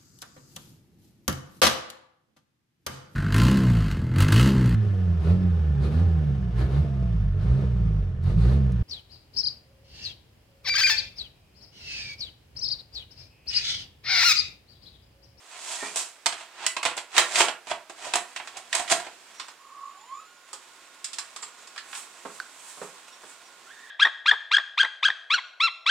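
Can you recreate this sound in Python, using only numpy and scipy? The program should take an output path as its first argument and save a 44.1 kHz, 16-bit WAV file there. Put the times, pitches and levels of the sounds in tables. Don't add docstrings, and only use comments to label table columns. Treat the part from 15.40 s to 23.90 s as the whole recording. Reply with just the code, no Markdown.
import sys
import numpy as np
from scipy import signal
from scipy.fft import rfft, irfft
from scipy.io import wavfile

SR = 44100
rng = np.random.default_rng(int(sys.argv[2]) if len(sys.argv) > 2 else 0)


def persist_wave(psi):
    counts = np.round(np.clip(psi, -1, 1) * 32767).astype(np.int16)
    wavfile.write(sys.argv[1], SR, np.atleast_2d(counts).T)


N = 374850
TIME = np.arange(N) / SR
DRUM_START_S = 4.19
# f/Hz, density/dB
CLACK_SPECTRUM = [(40, -33), (100, -21), (150, -22), (260, -16.5), (350, -8), (520, -9), (660, 0),
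                  (1400, -1), (2800, -1), (5600, -8.5), (7900, -5.5), (9500, -14.5), (12000, -29.5),
                  (16000, -47)]


def cassette_knocks():
    # t/s, level/dB, bass shelf/dB, treble shelf/dB
    knocks = [(.559,-25,8.5,18), (.8598,-14.5,-11,0), (.865,-15,-1.5,3), (.925,-31.5,-1,-5),
              (1.2647,-14.5,-9.5,7), (1.3658,-25,2,-4.5), (1.4295,-26,-4,0), (1.452,-18.5,2,0.5),
              (1.459,-21,6,2.5), (1.567,-34,11,15), (1.577,-28,0,0), (1.765,-23,-23,-3), (1.78,-6,-9.5,0),
              (1.793,-25,18,21), (1.957,-17.5,-19,-2), (2.005,-10,4,-15), (2.017,-14,2,-10),
              (2.084,-22,1.5,-6.5), (2.2705,-39,6,-1), (2.312,-23.5,7,-9.5), (2.497,-38,10.5,3.5),
              (2.668,-38.5,18,9), (2.737,-18,1,1.5), (2.7555,-17,10,14), (2.962,-29.5,-12.5,-4.5),
              (2.999,-34.5,-4,-31), (3.074,-37,-5,-2), (3.169,-35,9,13.5), (3.3285,-20.5,-34,-7),
              (3.351,-19.5,-8,10.5), (3.396,-28,12.5,7), (3.478,-32.5,-20,-9), (3.499,-25,-23,1),
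              (3.512,-23.5,14.5,14), (3.523,-15,11,8), (3.6,-36,6,3), (3.666,-37.5,7,-10)]
    return impacts(knocks, CLACK_SPECTRUM, ring_db=-10)


def impacts(rows, spectrum, ring_db, gain_db=0, size=8192):
    firm_t60_s, loose_t60_s, firm_above_db, knee_db = 0.028, 0.09, -21, 3
    crack, build_s, ring_width_hz = 3.3, 0.00019, 160
    out, age = np.zeros(N), np.arange(size) / SR
    for start_s, db, bass_db, treble_db in rows:
        t60_s = firm_t60_s + (loose_t60_s - firm_t60_s) / (1 + np.exp((db - firm_above_db) / knee_db))
        blow = grains(per_s=9000, spread_db=3.45, size=size)
        blow *= (1 - np.exp(-age / build_s)) * decay(age, t60_s)
        blow[0] += crack * rng.choice([-1, 1])
        rings_hz = 1500 * 5 ** rng.random(4)
        rings = from_db(ring_db) * sum(resonance(blow, hz, ring_width_hz) for hz in rings_hz)
        plain = colour(blow, spectrum, bass_db, treble_db)
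        ringing = colour(blow + rings, spectrum, bass_db, treble_db)
        ringing *= np.linalg.norm(plain) / np.linalg.norm(ringing)
        add(out, start_s, from_db(db + gain_db) * ringing)
    return highpass(out, 80, order=2)


def cassette_scrapes(catch_db=-1, catches_per_s=90):
    # peak t/s, level/dB, rise/s, fall/s, treble shelf/dB
    strokes = [(0.158,-50,0.14,0.076,-12), (0.329,-36.5,0.21,0.23,9.5), (.45,-45,0.045,0.22,5),
               (0.573,-29,0.018,0.083,14), (1.01,-43.5,0.12,0.084,-2), (1.248,-35.5,0.11,0.054,-6.5),
               (1.461,-27.5,0.027,0.073,-11), (1.788,-19,0.044,0.048,-1.5), (2.009,-19.5,.1,0.053,4.5),
               (2.308,-34.5,0.039,0.024,1.5), (2.65,-38.5,0.095,0.18,1), (2.764,-32,0.04,0.046,-17),
               (3.17,-45.5,.1,0.087,-18), (3.355,-28.5,0.033,0.09,3), (3.519,-20.5,0.026,0.037,6.5),
               (3.65,-47,0.13,.07,-5)]
    slips = grains(per_s=5000, spread_db=5.2) * from_db(catch_db * drift(catches_per_s))
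    rub = colour(slips, CLACK_SPECTRUM)
    treble = signal.sosfiltfilt(signal.butter(2, 5000, "high", fs=SR, output="sos"), rub)
    out = 0
    for peak_s, db, rise_s, fall_s, treble_db in strokes:
        shelved = rub + (from_db(treble_db) - 1) * treble
        shelved_rms = np.sqrt(1 + 0.11 * (from_db(2 * treble_db) - 1))
        out += swell(peak_s, db, rise_s, fall_s) * shelved / shelved_rms
    return out


def tray(x, seated_s=2.27, seating_s=0.09, ring_db=-2):
    return x + from_db(ring_db) * resonance(x * ramp(seated_s, seating_s), hz=712, width_hz=97)


def chassis(x, ring_db=-7.5, spread_db=2.5, points_per_s=9):
    # f/Hz, relative level/dB, t60/s
    modes = [(105.3, 9.5, 0.32), (356, -4, 0.43), (642, 0.5, 0.065), (717, 3, 0.081), (724, -2, 0.061),
             (930, -10.5, 0.23), (960, 7, 0.035), (1016, -1.5, 0.079), (1298, 3, 0.21), (1450, -12, 0.61),
             (2220, -42, 0.15), (2520, -24, 0.14), (3270, -8, 0.037), (8390, 6.5, 0.087)]
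    rings = 0
    for hz, db, t60_s in modes:
        share = from_db(db + ring_db + spread_db * drift(points_per_s))
        rings += resonance(x * share, hz, width_hz=np.log(1000) / np.pi / t60_s)
    return x + rings


def head_drum(top_hz=1417, climb_hz_per_s=2050, ease_s=0.12, drive_db=-40.5):
    # f/Hz, width/Hz, gain/dB
    modes = [(1128, 33, 11), (1440, 49, -11), (2410, 940, -14), (3500, 900, -17)]
    # f/Hz, level/dB
    hum_lines = [(1050, -68), (1085, -72.5), (1437, -63), (2040, -96), (3650, -74), (6998, -75)]
    climb_s = top_hz / climb_hz_per_s
    speed = ramp(DRUM_START_S, climb_s)
    torque = ramp(DRUM_START_S + climb_s + ease_s, -2 * ease_s)
    drive_hz = top_hz * speed
    phase = wavering_phase(drive_hz, waver=0.022)
    pulses = sum(np.sin(k * phase) * (k * drive_hz < SR / 4) / k for k in range(1, 9))
    drive = pulses * np.sqrt(speed) * torque * from_db(drive_db)
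    drive = highpass(drive, 700, order=6)
    whine = sum(from_db(db + 3.5 * drift(per_s=70)) * resonance(drive, hz, width_hz)
                for hz, width_hz, db in modes)
    hum = sum(from_db(db + 1.5 * drift(per_s=6.9)) * tone(hz, waver=0.00843) for hz, db in hum_lines)
    return whine + (1 - torque) * hum


def drum_shudder():
    shudder = swell(peak_s=4.44, db=-45, rise_s=0.45, fall_s=0.24) * noise_band(hz=1113, width_hz=100)
    whistle = swell(peak_s=4.8, db=-62, rise_s=1.0, fall_s=0.45) * noise_band(hz=7110, width_hz=110)
    return (shudder + whistle) * ramp(DRUM_START_S, 0.0098)


def levers():
    # t/s, relative level/dB, bass shelf/dB, treble shelf/dB
    clicks = [(3.998,-33,-7,-12.5), (4.083,-42,5,-7), (5.131,-35.5,10,6.5), (5.644,-30.5,-41,3.5),
              (5.732,-35.5,-48,0), (5.785,-29.5,-1,2), (5.962,-37,5,2), (6.027,-36,4,-2), (6.273,-45.5,6,3),
              (6.361,-42.5,5,-10), (6.378,-35,-37,-17), (6.529,-37,-7,-28), (6.551,-37.5,-3,-7)]
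    # f/Hz, density/dB
    spectrum = [(100, -42), (400, -6.5), (700, -5), (1150, 9.5), (1600, 1.5), (2600, 1.5), (3900, 1),
                (5000, 4), (6200, -0.5), (7900, 6), (9500, -5), (15000, -37)]
    return impacts(clicks, spectrum, ring_db=-3, gain_db=1.5)


def capstan(start_s=8.262, rise_s=0.062, attack_s=0.023, from_hz=1220, top_hz=1800, pull_db=3):
    hz = from_hz + (top_hz - from_hz) * ramp(start_s, rise_s)
    pull = 1 - ramp(start_s + rise_s, attack_s)
    gain = ramp(start_s, attack_s) * from_db(-47.5 + pull_db * pull)
    whir = 0.3 * tone(hz, waver=0.0122) + 0.5 * tone(hz, waver=0.06)
    octave = from_db(-17) * tone(2 * hz, waver=0.03)
    return gain * (whir + octave)


def gears(ramp_s=0.034, flutter_db=2):
    # start t/s, stop t/s, level/dB
    runs = [(2.557, 4.144, -56), (5.06, 8.7, -58.5), (5.688, 7.97, -58.5)]
    # f/Hz, density/dB
    spectrum = [(80, -24), (250, -5), (700, -1), (1400, 2), (2600, 0), (5500, -5), (8100, -2),
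                (10000, -13.5), (15000, -28)]
    power = sum(from_db(db) ** 2 * ramp(start_s, ramp_s) * ramp(stop_s, -ramp_s)
                for start_s, stop_s, db in runs)
    teeth = grains(per_s=4000, spread_db=3.6) * np.sqrt(power)
    return colour(teeth * from_db(flutter_db * drift(per_s=60)), spectrum)


def pop(tick_hz=4300, tick_t60_s=0.0048, size=4000):
    # t/s, level/dB, f/Hz, t60/s
    pops = [(7.001, -19, 1526, 0.021)]
    out, age = np.zeros(N), np.arange(size) / SR
    for start_s, db, hz, t60_s in pops:
        ring = np.sin(2 * np.pi * hz * age) * decay(age, t60_s)
        tick = 0.51 * np.sin(2 * np.pi * tick_hz * age) * decay(age, tick_t60_s)
        add(out, start_s, from_db(db) * (ring + tick))
    return highpass(out, 1000, order=4)


def handling(size=12000):
    # t/s, level/dB, t60/s
    bumps = [(.425, -36, 0.23), (6.851, -33, 0.14), (7.372, -49.5, 0.21), (7.416, -36, 0.18),
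             (7.834, -46.5, 0.14)]
    # peak t/s, level/dB, rise/s, fall/s
    swishes = [(6.575,-40.5,0.11,0.099), (6.96,-51.5,0.35,0.12), (7.3,-47.5,.27,0.1),
               (7.43,-48.5,0.15,0.18), (7.9,-52,0.094,0.12)]
    # f/Hz, density/dB
    bump_spectrum = [(60, -26), (120, -26), (170, 4.5), (280, -3.5), (420, 7), (600, 2.5), (1200, 3),
                     (2000, -8.5), (5000, -27), (12000, -57)]
    rustle_spectrum = [(200, -26), (900, 7), (2500, 3), (5000, 0), (8000, 10.5), (11000, -3.5),
                       (16000, -21)]
    thuds, age = np.zeros(N), np.arange(size) / SR
    for start_s, db, t60_s in bumps:
        add(thuds, start_s, from_db(db) * grains(per_s=3000, spread_db=1, size=size) * decay(age, t60_s))
    rustle = sum(swell(*row) for row in swishes) * grains(per_s=9800, spread_db=4.2)
    return colour(thuds, bump_spectrum) + colour(rustle, rustle_spectrum)


def squeaks():
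    # t/s, length/s, f/Hz, level/dB
    whistles = [(0.35, 0.17, 1874, -42.5), (0.37, 0.17, 2360, -44), (3.91, 0.18, 5640, -54),
                (6.011, 0.046, 7730, -38), (6.144, 0.14, 6800, -61), (7.705, 0.066, 5630, -55),
                (7.711, 0.041, 3650, -57.5), (8.025, .07, 5710, -59)]
    return sum(from_db(db) * np.sin(np.pi * ramp(start_s, length_s)) ** 2 * tone(hz, waver=0.035)
               for start_s, length_s, hz, db in whistles)


def room_echo(x, build_s=0.0024, size=26000):
    # f/Hz, t60/s
    decay_times = [(100, 0.26), (260, 0.35), (700, 0.28), (1840, 0.34), (4850, 0.18), (12800, 0.29)]
    age, hz = np.arange(size) / SR, np.arange(size // 2 + 1) * SR / size
    white, centres_hz = rfft(rng.standard_normal(size)), np.geomspace(100, 12800, 8)
    tail = 0
    for centre_hz, share in zip(centres_hz, np.eye(len(centres_hz))):
        band = irfft(white * at_hz(np.c_[centres_hz, share], hz))
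        tail += band * decay(age, at_hz(decay_times, centre_hz))
    tail *= 1 - np.exp(-age / build_s)
    return through(x, tail)


def room_hiss(level_db=-57):
    # f/Hz, density/dB
    spectrum = [(30, -22), (70, -22.5), (150, -18.5), (380, -6), (700, -6), (1050, -4), (1300, -4),
                (2200, -5.5), (4500, -11), (8000, -14), (11000, -21), (16000, -30.5)]
    return from_db(level_db) * colour(rng.standard_normal(N), spectrum)


def from_db(db):
    return 10 ** (np.asarray(db) / 20)


def rms_one(x):
    return x / np.sqrt(np.mean(x ** 2) + 1e-20)


def at_hz(points, hz):
    knots_hz, values = np.transpose(points)
    return np.interp(np.log(hz + 1), np.log(knots_hz), values)


def add(out, start_s, x):
    i = max(0, round(start_s * SR))
    out[i:i + len(x)] += x[:max(0, N - i)]


def ramp(zero_s, length_s):
    return np.clip((TIME - zero_s) / length_s, 0, 1)


def decay(age_s, t60_s):
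    return from_db(-60 * age_s / t60_s)


def swell(peak_s, db, rise_s, fall_s):
    away = np.maximum((peak_s - TIME) / rise_s, (TIME - peak_s) / fall_s)
    return from_db(db - 20 * np.minimum(away, 10))


def drift(per_s):
    knots = rng.standard_normal(N // 20)
    return np.interp(TIME * per_s, np.arange(len(knots)), knots)


def grains(per_s, spread_db, size=N):
    slips = (rng.random(size) < per_s / SR) * rng.choice([-1, 1], size)
    return rms_one(slips * from_db(spread_db * np.clip(rng.standard_normal(size), -2, 2)))


def wavering_phase(hz, waver, per_s=200):
    return 2 * np.pi * np.cumsum(hz * (1 + waver * drift(per_s))) / SR


def tone(hz, waver):
    return np.sqrt(2) * np.sin(wavering_phase(hz, waver, per_s=300))


def noise_band(hz, width_hz):
    once = resonance(rng.standard_normal(N), hz, width_hz)
    return rms_one(resonance(once, hz, width_hz))


def resonance(x, hz, width_hz):
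    radius = np.exp(-np.pi * width_hz / SR)
    feedback = [1, -2 * radius * np.cos(2 * np.pi * hz / SR), radius ** 2]
    return signal.lfilter(np.array([1, 0, -1]) * (1 - radius ** 2) / 2, feedback, x + 1e-18)


def highpass(x, hz, order):
    return signal.sosfilt(signal.butter(order, hz, "high", fs=SR, output="sos"), x + 1e-18)


def through(x, response):
    return signal.oaconvolve(x, response / np.linalg.norm(response))[:len(x)]


def colour(x, spectrum, bass_db=0, treble_db=0, size=2048):
    hz = np.arange(size // 2 + 1) * SR / size
    bass, treble = 1 / (1 + (hz / 1000) ** 4), 1 - 1 / (1 + (hz / 5000) ** 4)
    db = at_hz(spectrum, hz) + bass_db * bass + treble_db * treble
    cepstrum = irfft(np.log(from_db(db)))
    cepstrum[1:size // 2] *= 2
    cepstrum[size // 2 + 1:] = 0
    return through(x, irfft(np.exp(rfft(cepstrum))))


def machine_in_room(tones=0, click=0, wet_db=-4.5, click_wet_db=-10):
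    cassette = tray(cassette_knocks() + cassette_scrapes())
    direct = chassis(cassette + gears()) + levers() + handling() + tones
    echo = room_echo(from_db(wet_db) * direct + from_db(click_wet_db) * click)
    return direct + click + echo + room_hiss()


def stereo(mid, side, left_db=-2, right_db=2.5):
    # f/Hz, level/dB
    width = [(100, -13), (600, -11.5), (1200, -11), (2200, -7), (4500, -2), (12000, -2)]
    hz = np.arange(N // 2 + 1) * SR / N
    side = irfft(rfft(side) * from_db(at_hz(width, hz)), N)
    return np.array([mid + side, mid - side]) * from_db([[left_db], [right_db]])


def scene():
    tones = squeaks() + head_drum() + drum_shudder() + capstan()
    return stereo(mid=machine_in_room(tones, pop()), side=machine_in_room())


def record(dry, knee=0.8, bass_hz=300, cutoff_hz=15850):
    excess = highpass(dry - knee * np.tanh(dry / knee), bass_hz, order=2)
    return signal.sosfilt(signal.ellip(10, 0.2, 70, cutoff_hz, fs=SR, output="sos"), dry - excess)


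dry = scene()
out = record(dry)
persist_wave(out)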